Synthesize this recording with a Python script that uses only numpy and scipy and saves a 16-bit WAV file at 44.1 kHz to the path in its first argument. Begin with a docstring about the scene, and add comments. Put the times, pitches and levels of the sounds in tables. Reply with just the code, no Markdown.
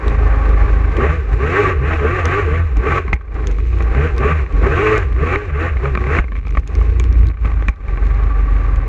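"""Out on choppy water, a personal watercraft races along, heard from a sealed camera fixed to its deck.
The engine booms through the deck while the jet pump bites; each time the intake gulps air, the crank
runs free and flares into an exhaust note and a rasp in the hull. Underneath, the hull rumbles and water
rushes along it; waves slap and slam it, and spray ticks on the camera housing."""
import sys
import numpy as np
from scipy import signal
from scipy.fft import rfft, irfft
from scipy.io import wavfile
from scipy.ndimage import uniform_filter1d

SR = 44100
rng = np.random.default_rng(int(sys.argv[2]) if len(sys.argv) > 2 else 0)


def dump(signal):
    """Clip the signal to [-1, 1] and save it as 16-bit WAV at the path in sys.argv[1]."""
    limited = np.clip(np.atleast_2d(signal).T, -1, 1)
    pcm = np.round(limited * 32767).astype(np.int16)
    wavfile.write(sys.argv[1], SR, pcm)


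N = 391608
T = np.arange(N) / SR

# hull panel resonances: f/Hz, width/Hz, boost/dB
PANEL_MODES = [(817.4, 31, 8), (1111, 150, 10.5), (1269, 85, 4.5), (1550, 71, 8), (1770, 57, 3),
               (1883, 58, 4), (2120, 55, 1.5), (2363, 52, 3.5)]
# colour of water striking the hull: f/Hz, level/dB
SLAP_EQ = [(80, -1), (170, 12), (300, 2.5), (600, -3), (900, -12), (1150, -5), (1600, -7.5), (2300, 1),
           (2700, -12.5), (3300, -21), (4200, -25), (5000, -36), (7000, -38), (9000, -56.5)]
# colour of the camera housing: f/Hz, level/dB
HOUSING_EQ = [(500, -9.5), (2000, 4), (3000, 1), (4700, -7.5), (6500, -7), (8000, -16.5), (9200, -22),
              (11500, -24)]
# the intake gulps air and the engine flares: t at the top/s, run-up/s, hold/s, slowing/s,
# air after the top/s, top crank speed/Hz, rasp/dB, exhaust/dB, loose panel/dB, rasp decay/s
ENGINE_FLARES = [(1.075, .13, 0.0074, .05, 0.014, 72.88, -23, -19.5, -27, 0.024),
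                 (1.139, .17, 0.034, 0.085, 0.026, 82.56, -25.5, -30, -34, 0.021),
                 (1.469, 0.12, .01, .05, 0.018, 74.64, -28, -23.5, -33, 0.045),
                 (1.586, .21, 0.047, 0.1, 0.076, 102.7, -18, -19, -22.5, 0.054),
                 (1.665, 0.19, .051, 0.067, 0.062, 94.55, -19.5, -22.5, -20.5, 0.034),
                 (1.911, 0.085, .04, .063, 0.058, 81.1, -25, -24.5, -37, .04),
                 (2.14, 0.094, 0.044, 0.063, 0.076, 92.8, -25, -28, -26, 0.062),
                 (2.281, 0.033, .01, .04, 0.037, 79, -25, -21.5, -44, 0.048),
                 (2.375, 0.12, 0.037, 0.061, 0.042, 103, -20.5, -21.5, -22.5, .03),
                 (2.499, 0.049, 0.0097, 0.038, 0.035, 75.15, -28, -23.5, -44, 0.041),
                 (2.564, .09, .08, .12, 0.058, 83.87, -27.5, -31.5, -42, 0.033),
                 (2.889, .1, 0.011, 0.052, 0.033, 73.9, -23, -20.5, -43, .05),
                 (2.964, 0.16, .03, 0.099, 0.04, 94.37, -18.5, -22.5, -23, .016),
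                 (4.058, .14, .02, .079, 0.016, 79.53, -26.5, -26, -44, 0.061),
                 (4.314, .16, .05, .12, 0.0084, 78.9, -22, -21, -26.5, 0.074),
                 (4.685, .08, 0.0096, 0.044, .02, 69.13, -25, -21, -35, 0.059),
                 (4.83, .18, 0.16, .11, 0.17, 107.6, -17.5, -19, -33, 0.037),
                 (5.256, .11, 0.0096, 0.048, 0, 78.85, -29.5, -25.5, -37, 0.067),
                 (5.374, 0.18, 0.075, 0.063, 0, 104.1, -20, -19.5, -33, 0.011),
                 (5.632, 0.069, .066, .07, 0.049, 84.3, -25.5, -25, -37, 0.058),
                 (5.86, 0.068, 0.036, .069, 0.041, 68.74, -28, -28.5, -47, 0.043),
                 (6.191, .14, 0.0092, 0.073, 0.026, 90.1, -19.5, -22.5, -45, 0.021)]


def amp(db):
    """Decibels to gain."""
    return 10 ** (np.asarray(db) / 20)


def unit(x):
    """Scales to rms 1."""
    return x / np.sqrt(np.mean(x ** 2) + 1e-20)


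def eq_db(eq, hz):
    """Reads an EQ curve on a log-frequency axis."""
    f, db = np.transpose(eq)
    return np.interp(np.log(hz + 1), np.log(f), db)


def body(x, eq, modes=(), size=8192):
    """Plays x through a body: a minimum-phase EQ curve with resonances on top."""
    hz = abs(np.fft.fftfreq(size, 1 / SR))
    db = eq_db(eq, hz) + sum(boost / (1 + (2 * (hz - f) / width) ** 2) for f, width, boost in modes)
    spectrum = np.exp(np.conj(signal.hilbert(np.log(amp(db)))))
    impulse = np.fft.ifft(spectrum).real[:size // 2]
    return signal.oaconvolve(x, impulse)[:len(x)]


def ring(x, hz, width_hz):
    """One steep resonance: two band-passes in series."""
    b, a = signal.iirpeak(hz, hz / width_hz, SR)
    return signal.lfilter(b, a, signal.lfilter(b, a, x))


def wander(hz):
    """Smooth random modulation of rms 1, rolling off above hz."""
    f = np.fft.rfftfreq(N, 1 / SR)
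    return unit(irfft(rfft(rng.standard_normal(N)) * np.exp(-(f / hz) ** 2), N))


def patter(per_s, spread_db):
    """Random clicks; a few stand out if the spread is positive, or sink back if it is negative."""
    size = amp(spread_db * np.minimum(rng.exponential(1, N), 4))
    return unit(size * rng.choice([-1, 1], N) * (rng.random(N) < per_s / SR))


def add(mix, s, sound):
    """Mixes a sound in at time s."""
    part = mix[max(round(s * SR), 0):][:len(sound)]
    part += sound[:len(part)]


def splashes(hits, eq, modes, crack_s, tail_s, tail_db, hollow_db, size=4096):
    """Each hit is a short crack and a ragged, dying splatter, with a hollow ring at its own pitch."""
    out, t = np.zeros(N), np.arange(size) / SR
    crack = t / crack_s * np.exp(1 - t / crack_s)
    for s, db, hz in hits:
        splatter = unit(np.repeat(rng.exponential(1, size // 64), 64))
        force = rng.choice([-1, 1], size) * (crack + amp(tail_db) * splatter * np.exp(-t / tail_s))
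        hit = body(force, eq, [*modes, (hz, hz / 4, hollow_db)])
        add(out, s, amp(db) * hit / abs(hit).max())
    return out


def level_swings(swell_s=.015, fall_s=.023, recover_s=.062):
    """The level swells, wavers and ducks briefly, mostly after loud thuds, then recovers."""
    # the hull shoulders into a wave, and engine and water swell: t/s, boost/dB
    surges = [(1.339, 7.5), (2.776, 7), (3.82, 1), (6.016, 5.5), (7.46, 2.5)]
    # brief dips in level: t/s, length/s, low end/dB, top/dB
    dips = [(0, 0.002, -17, -3.5), (1.234, 0.035, -5.5, -2.5), (3.007, 0.11, -2, -0.5),
            (3.169, 0.12, -13.5, -14), (3.486, .005, -4, 2), (3.855, 0.0047, -0.5, -5.5),
            (4.454, 0.025, -10, -4), (5.384, 0.044, -9, 0.5), (6.216, 0.093, -5, -5.5),
            (6.407, 0.028, -4.5, -8), (6.616, 0.038, -8.5, -7), (6.691, 0.0038, -2, 1.5),
            (6.85, 0.0036, -5, 0.5), (6.936, 0.0041, -3.5, 0), (7.328, 0.056, -17, -12.5),
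            (7.719, .11, -13, -9), (8.866, .02, -5.5, 3)]
    surge_db = sum(db * np.exp(-((T - s) / swell_s) ** 2) for s, db in surges)
    low_db = surge_db + 1.2 * wander(hz=11)
    high_db = surge_db + .9 * wander(hz=11)
    for s, length_s, low_dip_db, high_dip_db in dips:
        dip = np.interp(T, [s - fall_s, s, s + length_s, s + length_s + recover_s], [0, 1, 1, 0])
        low_db += low_dip_db * dip
        high_db += high_dip_db * dip
    return amp(low_db), amp(high_db)


def hull_rumble():
    """A bed of deep noise from the hull running over the chop."""
    # colour of the rumble: f/Hz, level/dB
    rumble_eq = [(12, -31), (28, -8), (45, 4), (70, 2.5), (130, -25.5), (400, -86)]
    return amp(-24.5) * unit(body(rng.standard_normal(N), rumble_eq))


def drones(waver=.0043):
    """Nearly steady tones swell and fade while the craft runs level."""
    # tones in the opening rush: t/s, length/s, f/Hz, level/dB
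    tones = [(0, 0.28, 416.2, -33.5), (.17, 0.37, 264, -36.5), (0.276, .52, 534, -38.5),
             (0.576, 0.21, 404, -42)]
    out = 0
    for s, length_s, hz, db in tones:
        progress = np.clip((T - s) / length_s, 0, 1)
        swell = np.sqrt(np.sin(np.pi * progress).clip(0))
        cycles = np.cumsum(hz * (1 + waver * wander(hz=15))) / SR
        out += np.sqrt(2) * amp(db) * swell * np.sin(2 * np.pi * cycles)
    return out


def water_rush(wash_gain, boom_gain, free):
    """Fine drops merge into a sheet; larger ones tick on the housing, and wavelets lap the seated hull."""
    # colour of the sheeting water: f/Hz, level/dB
    sheet_eq = [(200, -18.5), (500, -12), (900, 2.5), (1300, -2), (1800, 1.5), (2500, 7), (3200, -10),
                (3900, -7.5), (4800, -16.5), (5900, -15.5), (7500, -18.5), (9000, -39), (11500, -36.5)]
    sheet = unit(body(patter(per_s=9900, spread_db=4), sheet_eq))
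    spray = amp(-16) * unit(body(patter(per_s=35, spread_db=3.5), HOUSING_EQ))
    laps = amp(-37) * unit(body(patter(per_s=60, spread_db=-4.5), SLAP_EQ, PANEL_MODES))
    return wash_gain * (sheet + (1 - .48 * free) * spray) + np.sqrt(boom_gain) * (1 - free) * laps


def bright_ticks():
    """Bright ticks of spray, plus a short high squirt on the two hardest landings."""
    # ticks and squirts: t/s, peak/dB, f/Hz
    ticks = [(0.081, -21, 3650), (0.9675, -20.5, 3290), (2.2549, -10, 5970), (2.7697, -23, 6017),
             (3.1324, -26, 6050), (3.1395, -25, 6480), (3.471, -15.5, 6700), (3.5133, -25, 5970),
             (3.525, -35, 6000), (3.584, -37, 6025), (3.671, -34, 6200), (3.685, -38, 6195),
             (3.757, -35, 4000), (3.787, -28, 3980), (3.8245, -30, 6000), (4.1806, -22.5, 3492),
             (4.9793, -19, 9010), (5.1285, -34, 4000), (6.2811, -48, 3797), (6.3885, -40, 5994),
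             (6.4655, -37, 4013), (6.469, -35, 3996), (6.4812, -30, 3980), (6.5066, -33, 6450),
             (6.5875, -36, 5950), (6.596, -34, 6515), (6.6755, -26, 6474), (6.7525, -21, 5930),
             (6.8259, -37, 5975), (6.9979, -17.5, 6600), (7.0404, -21, 3946), (7.1078, -45, 6486),
             (7.127, -29, 3977), (7.2689, -29, 4000), (7.2864, -29, 4000), (7.4615, -36, 6490),
             (7.6838, -19, 3875), (7.6935, -30, 6500), (7.76, -45, 4010), (8.068, -30, 3991),
             (8.146, -32, 4010), (8.236, -34, 3980), (8.76, -30, 4000)]
    return splashes(ticks, HOUSING_EQ, (), crack_s=.00041, tail_s=.0079, tail_db=-14.5, hollow_db=5.5)


def wave_slaps():
    """Waves knock on the hull and set its panels ringing."""
    # slaps: t/s, peak/dB, f of the knock/Hz
    slaps = [(3.0794, -13.5, 1111), (3.1293, -3.5, 2131), (3.162, -23, 2207), (3.21, -29, 1120),
             (3.5848, -23.5, 1142), (3.8052, -12.5, 1143), (3.9475, -15, 1128), (4.4626, -23.5, 1121),
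             (5.1626, -20.5, 1108), (5.3378, -15, 1509), (5.3567, -5.5, 2232), (5.7688, -17.5, 1918),
             (5.8546, -11, 1222), (5.9512, -10, 1143), (5.9739, -5.5, 1209), (6.0392, -12.5, 1095),
             (6.0674, -16.5, 1158), (6.1665, -8.5, 1893), (6.1864, -3, 1572), (6.2412, -20.5, 2075),
             (6.2811, -25, 2000), (6.3194, -18.5, 1116), (6.3295, -25, 2203), (6.3525, -23, 1134),
             (6.364, -24, 2211), (6.376, -29, 1200), (6.4515, -23.5, 1131), (6.469, -21, 1195),
             (6.4897, -26, 2207), (6.5495, -19, 1220), (6.5715, -6.5, 1264), (6.7561, -23, 1157),
             (6.8125, -19, 1100), (6.8324, -28, 1167), (6.998, -15, 2353), (7.3432, -35, 1110),
             (7.3707, -27.5, 1182), (7.4466, -18, 1150), (7.4542, -14.5, 1082), (7.4729, -21.5, 1130),
             (7.5163, -21, 1142), (7.6236, -15.5, 1140), (7.6834, -5, 2302), (7.883, -21, 1150),
             (7.9736, -17, 1124)]
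    return splashes(slaps, SLAP_EQ, PANEL_MODES, crack_s=.0012, tail_s=.011, tail_db=-14, hollow_db=6)


def hull_slams(rise_s=.013, sharpness=2.9):
    """A hard landing heaves the whole deck in one deep, dead thud."""
    # landings: t/s, level/dB, f/Hz
    landings = [(3.127, -3.5, 60), (5.352, -10, 50), (6.187, -5, 50), (6.573, -7, 54), (7.680, -3.5, 60)]
    out, t = np.zeros(N), np.arange(6000) / SR
    heave = (t / rise_s * np.exp(1 - t / rise_s)) ** sharpness
    for s, db, hz in landings:
        add(out, s, -amp(db) * heave * np.sin(2 * np.pi * hz * t))
    return out


def pump_churn(angle):
    """Gulps of air and water froth in the pump, beaten once a crank turn."""
    # the intake breaks the surface: t/s, half length/s, level/dB
    gulps = [(0.078, 0.026, -29), (.63, 0.021, -32), (0.991, 0.036, -21.5), (1.424, 0.024, -36),
             (2.853, 0.01, -48), (3.96, 0.034, -29), (4.219, 0.028, -21), (4.659, 0.035, -33),
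             (5.125, 0.0099, -42), (5.339, .025, -27), (5.857, 0.023, -34)]
    # colour of the froth: f/Hz, level/dB
    froth_eq = [(140, -25.5), (230, 4.5), (310, -2.5), (420, 4.5), (520, -0.5), (650, -12.5), (1200, -46),
                (6000, -79.5)]
    gain = sum(amp(db) * np.exp(-((T - s) / half_s) ** 2) for s, half_s, db in gulps)
    froth = patter(per_s=1800, spread_db=1) * (1 + .5 * np.cos(angle))
    return gain * unit(body(froth, froth_eq))


def crank_speed(cruise_hz, smooth_s=.026):
    """In each flare the crank runs up, holds, and is dragged back to cruising speed as the pump bites."""
    lift_hz = 0
    for s, run_s, hold_s, bite_s, _, top_hz, *_ in ENGINE_FLARES:
        arch = np.interp(T, [s - run_s, s, s + hold_s, s + hold_s + bite_s], [0, 1, 1, 0])
        lift_hz = np.maximum(lift_hz, arch * (top_hz - cruise_hz))
    return uniform_filter1d(cruise_hz + lift_hz, round(smooth_s * SR))


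def flare_gains(rasp_lead_s=.021, exhaust_lead_s=.018, exhaust_fade_s=.018):
    """Rasp, exhaust and loose panel swell just ahead of the heavy crank, and die as the intake refills."""
    def envelope(since_top, run_s, hold_s, fade_s):
        attack = np.clip(1 + since_top / run_s, 0, 1)
        return attack * np.exp(-np.maximum(since_top - hold_s, 0) / fade_s)
    rasp_gain = exhaust_gain = panel_gain = 0
    for s, run_s, _, _, air_s, _, rasp_db, exhaust_db, panel_db, fade_s in ENGINE_FLARES:
        shaking = envelope(T - s + rasp_lead_s, run_s, air_s, fade_s)
        blowing = envelope(T - s + exhaust_lead_s, run_s, air_s, exhaust_fade_s)
        rasp_gain = np.maximum(rasp_gain, amp(rasp_db) * shaking)
        panel_gain = np.maximum(panel_gain, amp(panel_db) * shaking ** 2)
        exhaust_gain = np.maximum(exhaust_gain, amp(exhaust_db) * blowing)
    return rasp_gain, exhaust_gain, panel_gain


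def exhaust(angle, speed, racing, sputter_db=2):
    """Engine orders sweep through the exhaust box; under water the outlet mostly gurgles."""
    # exhaust tones: multiple of crank speed, level/dB
    orders = [(2, 1), (3, 1.5), (4, 2), (5, -11), (6, 2), (7, -12), (8, -4), (10, -2)]
    # colour of the exhaust box: f/Hz, level/dB
    box_eq = [(60, -46.5), (143, 0), (200, -14), (250, -5.5), (285, -10), (320, -5.5), (370, 1.5),
              (425, 4.5), (490, -1.5), (570, -17.5), (680, -14.5), (1000, -34), (2000, -66)]
    flat_out = np.clip((speed - 90) / 15, 0, 1)  # the note steadies and clears at top speed
    tones = power = 0
    for order, db in orders:
        strength = amp(db + eq_db(box_eq, order * speed))
        waver = 1 + (.38 - .2 * flat_out) * wander(hz=28)
        tones += strength * waver * np.cos(order * angle + 2 * np.pi * rng.random())
        power += strength ** 2 / 2
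    gurgle = amp(racing * (-8 - 5 * flat_out))
    bubbles = unit(body(patter(per_s=4900, spread_db=-2.5), box_eq))
    honk = (power / power.mean()) ** racing  # louder where an order meets a resonance of the box
    sputter = unit(amp(sputter_db * (1 - .7 * flat_out) * wander(hz=45)))  # uneven firing
    return honk * sputter * (tones / np.sqrt(power) + gurgle * bubbles) / np.sqrt(1 + gurgle ** 2)


def engine_rasp(angle, free, racing, hull_gain, panel_gain):
    """Two firings a turn buzz and puff into hull and loose panel; under load they chug every two turns."""
    # colour of the hull lifted clear: f/Hz, level/dB
    lifted_eq = [(150, -26.5), (450, 4), (650, -2), (920, -10), (1250, -3), (2000, -2), (2600, -6),
                 (3200, -22), (4000, -32), (5000, -53.5), (6700, -27.5), (8600, -53.5), (11500, -45)]
    # colour of the hull seated in the water: f/Hz, level/dB
    seated_eq = [(150, -34), (550, -0.5), (780, -6), (920, -7.5), (1150, -5.5), (1300, -5.5), (2000, -5),
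                 (2600, -12.5), (3200, -22), (5000, -33), (11500, -55.5)]
    # resonances that drone under load: f/Hz, width/Hz, boost/dB
    loaded_modes = [(523, 48, 6), (780, 39, 10), (1100, 250, 2)]
    buzz = 0
    for order in range(8, 50):
        gargle = 1 + .8 * wander(hz=30)
        buzz += gargle * np.cos(order * angle + 2 * np.pi * rng.random()) / (1 + .5 * (order % 2))
    chug = (1 - free) * np.cos(angle / 2)
    firing = 1 + .4 * free * np.cos(2 * angle) + .45 * chug
    puffs = unit(firing * rng.standard_normal(N))
    buzz_gain = amp(-8 + 4.5 * racing)
    drive = (puffs + buzz_gain * unit(buzz)) / np.sqrt(1 + buzz_gain ** 2)
    lifted = unit(body(drive, lifted_eq, PANEL_MODES))
    seated = unit(body(drive, seated_eq, PANEL_MODES + loaded_modes))
    hull = unit(free * lifted + (1 - free) * seated) * amp(1.6 * wander(hz=40))
    panel = unit((1 + .6 * chug) * ring(drive, hz=1150, width_hz=55))
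    return hull_gain * hull + panel_gain * panel


def engine_boom(angle, speed, free, drag, choke_db=-10):
    """The crank shakes the deck; under load alternate turns differ, which gives half orders."""
    # deck shake: multiple of crank speed, level with the pump biting/dB, level racing free/dB
    orders = [(.5, -14, -22), (1, 4, 4), (1.5, -6.5, -18.5), (2, -19.5, -13)]
    # how the deck passes the shake on: f/Hz, level/dB
    deck_eq = [(20, -6), (85, 1.5), (112, -2), (121, -1.5), (131, 17.5), (147, 12.5), (165, 6.5),
               (184, -3.5), (214, 9.5)]
    # colour of the deck's buffeting: f/Hz, level/dB
    buffet_eq = [(12, -22.5), (28, -5), (45, 4), (70, -5), (110, -2.5), (170, -19), (300, -15), (700, -77)]
    tones = 0
    for order, biting_db, free_db in orders:
        db = biting_db + free * (free_db - biting_db) + eq_db(deck_eq, order * speed)
        db += choke_db * drag * (order > 1)  # the overtones choke as the pump bites
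        waver = 1 + .17 * max(order, 1) ** 1.5 * wander(hz=22)
        tones += amp(db) * waver * np.cos(order * angle)
    buffet = amp(-11.5 - 3.5 * free) * unit(body(rng.standard_normal(N), buffet_eq))
    return unit(unit(tones) + buffet)


def scene():
    """Engine, water and spray, all carried to the camera through the deck."""
    # running between flares: t/s, crank speed/Hz, boom/dB, exhaust/dB, rasp/dB, loose panel/dB, wash/dB
    cruise = [(0, 52.7, -11, -27, -28.5, -59, -41), (.3, 52.5, -12, -31.5, -28, -52, -43),
              (.55, 50.45, -9.5, -30, -27.5, -38, -42), (.85, 52.52, -10.5, -31.5, -31.5, -52, -43),
              (1.32, 49.12, -13, -33.5, -36, -59, -45), (1.78, 63.88, -15.5, -29, -35, -45, -48),
              (1.98, 69, -18, -33, -28.5, -54, -41), (2.05, 70.75, -14, -20.5, -26.5, -45, -41),
              (2.23, 79.1, -19, -34, -25, -34, -42), (2.48, 71.7, -15, -30.5, -31, -37, -43.5),
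              (2.75, 49.86, -14.5, -39.5, -39, -53, -49.5), (3.4, 53.84, -17, -31.5, -34, -60, -47),
              (3.55, 46.12, -13.5, -34.5, -46, -66, -47), (3.68, 59.23, -13, -35.5, -50, -56, -45),
              (3.88, 55.55, -12, -29.5, -28, -51, -41.5), (4.17, 56.2, -14.5, -33, -37.5, -51.5, -44.5),
              (4.58, 46.11, -11, -31, -35.5, -75, -43.5), (5.13, 52.18, -14.5, -35, -40, -42.5, -49),
              (5.42, 65.75, -19, -30, -30.5, -41, -42.5), (5.53, 72.2, -18, -35.5, -35.5, -50.5, -50),
              (5.79, 55.94, -16.5, -38.5, -43, -54, -47), (6.03, 60.87, -17.5, -31, -35, -44, -45.5),
              (6.4, 47.97, -16.5, -41, -53, -57, -50.5), (6.82, 52.95, -10.5, -32.5, -38, -63, -45),
              (7, 58.8, -13, -34, -41, -69, -47), (7.24, 56.05, -8, -38, -42.5, -57, -48.5),
              (7.55, 53.16, -14, -39.5, -38.5, -48, -47.5), (8, 44.84, -12.5, -38, -39, -42.5, -48.5),
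              (8.2, 50.02, -12.5, -35, -33.5, -39, -46.5), (8.4, 47.67, -11.5, -36.5, -35.5, -37, -46.5),
              (8.65, 46.48, -11.5, -38.5, -33.5, -40, -46), (8.88, 44.88, -10, -39, -39.5, -49, -52.5)]
    times, *lanes = np.transpose(cruise)
    cruise_hz, boom_db, exhaust_db, rasp_db, panel_db, wash_db = (np.interp(T, times, x) for x in lanes)
    speed = crank_speed(cruise_hz)
    free = np.clip((speed - 57) / 16, 0, 1)  # 0 with the pump biting, 1 with air in the intake
    # the note is clearest at high speed, and is smothered as the pump drags the crank down
    drag = np.clip(-uniform_filter1d(np.gradient(speed) * SR, size=1500) / 200, 0, 1)
    racing = np.interp(speed, [55, 66, 105], [0, .85, 1]) * (1 - .85 * drag)
    low, high = level_swings()  # gains for the low end and the top
    jitter = (.004 + .007 * free * (speed < 100)) * wander(hz=40)
    angle = 2 * np.pi * np.cumsum(speed * (1 + jitter)) / SR

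    rasp_flare, exhaust_flare, panel_flare = flare_gains()
    boom_gain = low * amp(boom_db - .142 * (speed - cruise_hz))  # a free crank shakes the deck less
    exhaust_gain = high * np.hypot(amp(exhaust_db), exhaust_flare)
    hull_gain = high * np.hypot(amp(rasp_db), rasp_flare)
    panel_gain = high * np.hypot(amp(panel_db), panel_flare)
    wash_gain = high * np.hypot(amp(wash_db), amp(-15.5) * rasp_flare)  # flares throw water on the hull

    mix = boom_gain * engine_boom(angle, speed, free, drag)
    mix += exhaust_gain * exhaust(angle, speed, racing)
    mix += pump_churn(angle) + drones()
    mix += engine_rasp(angle, free, racing, hull_gain, panel_gain)
    mix += np.sqrt(low) * hull_rumble() + wave_slaps() + hull_slams()
    mix += bright_ticks() + water_rush(wash_gain, boom_gain, free)
    return mix[None]


def record(dry, cutoff_hz=12000):
    """A soft clip rounds off peaks near full scale; a steep low-pass trims the top."""
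    clipped = dry / (1 + dry ** 8) ** (1 / 8)
    low_pass = signal.firwin(511, cutoff_hz, window=("kaiser", 9), fs=SR)
    return signal.oaconvolve(clipped, low_pass[None], "same")


dry = scene()
out = record(dry)
dump(out)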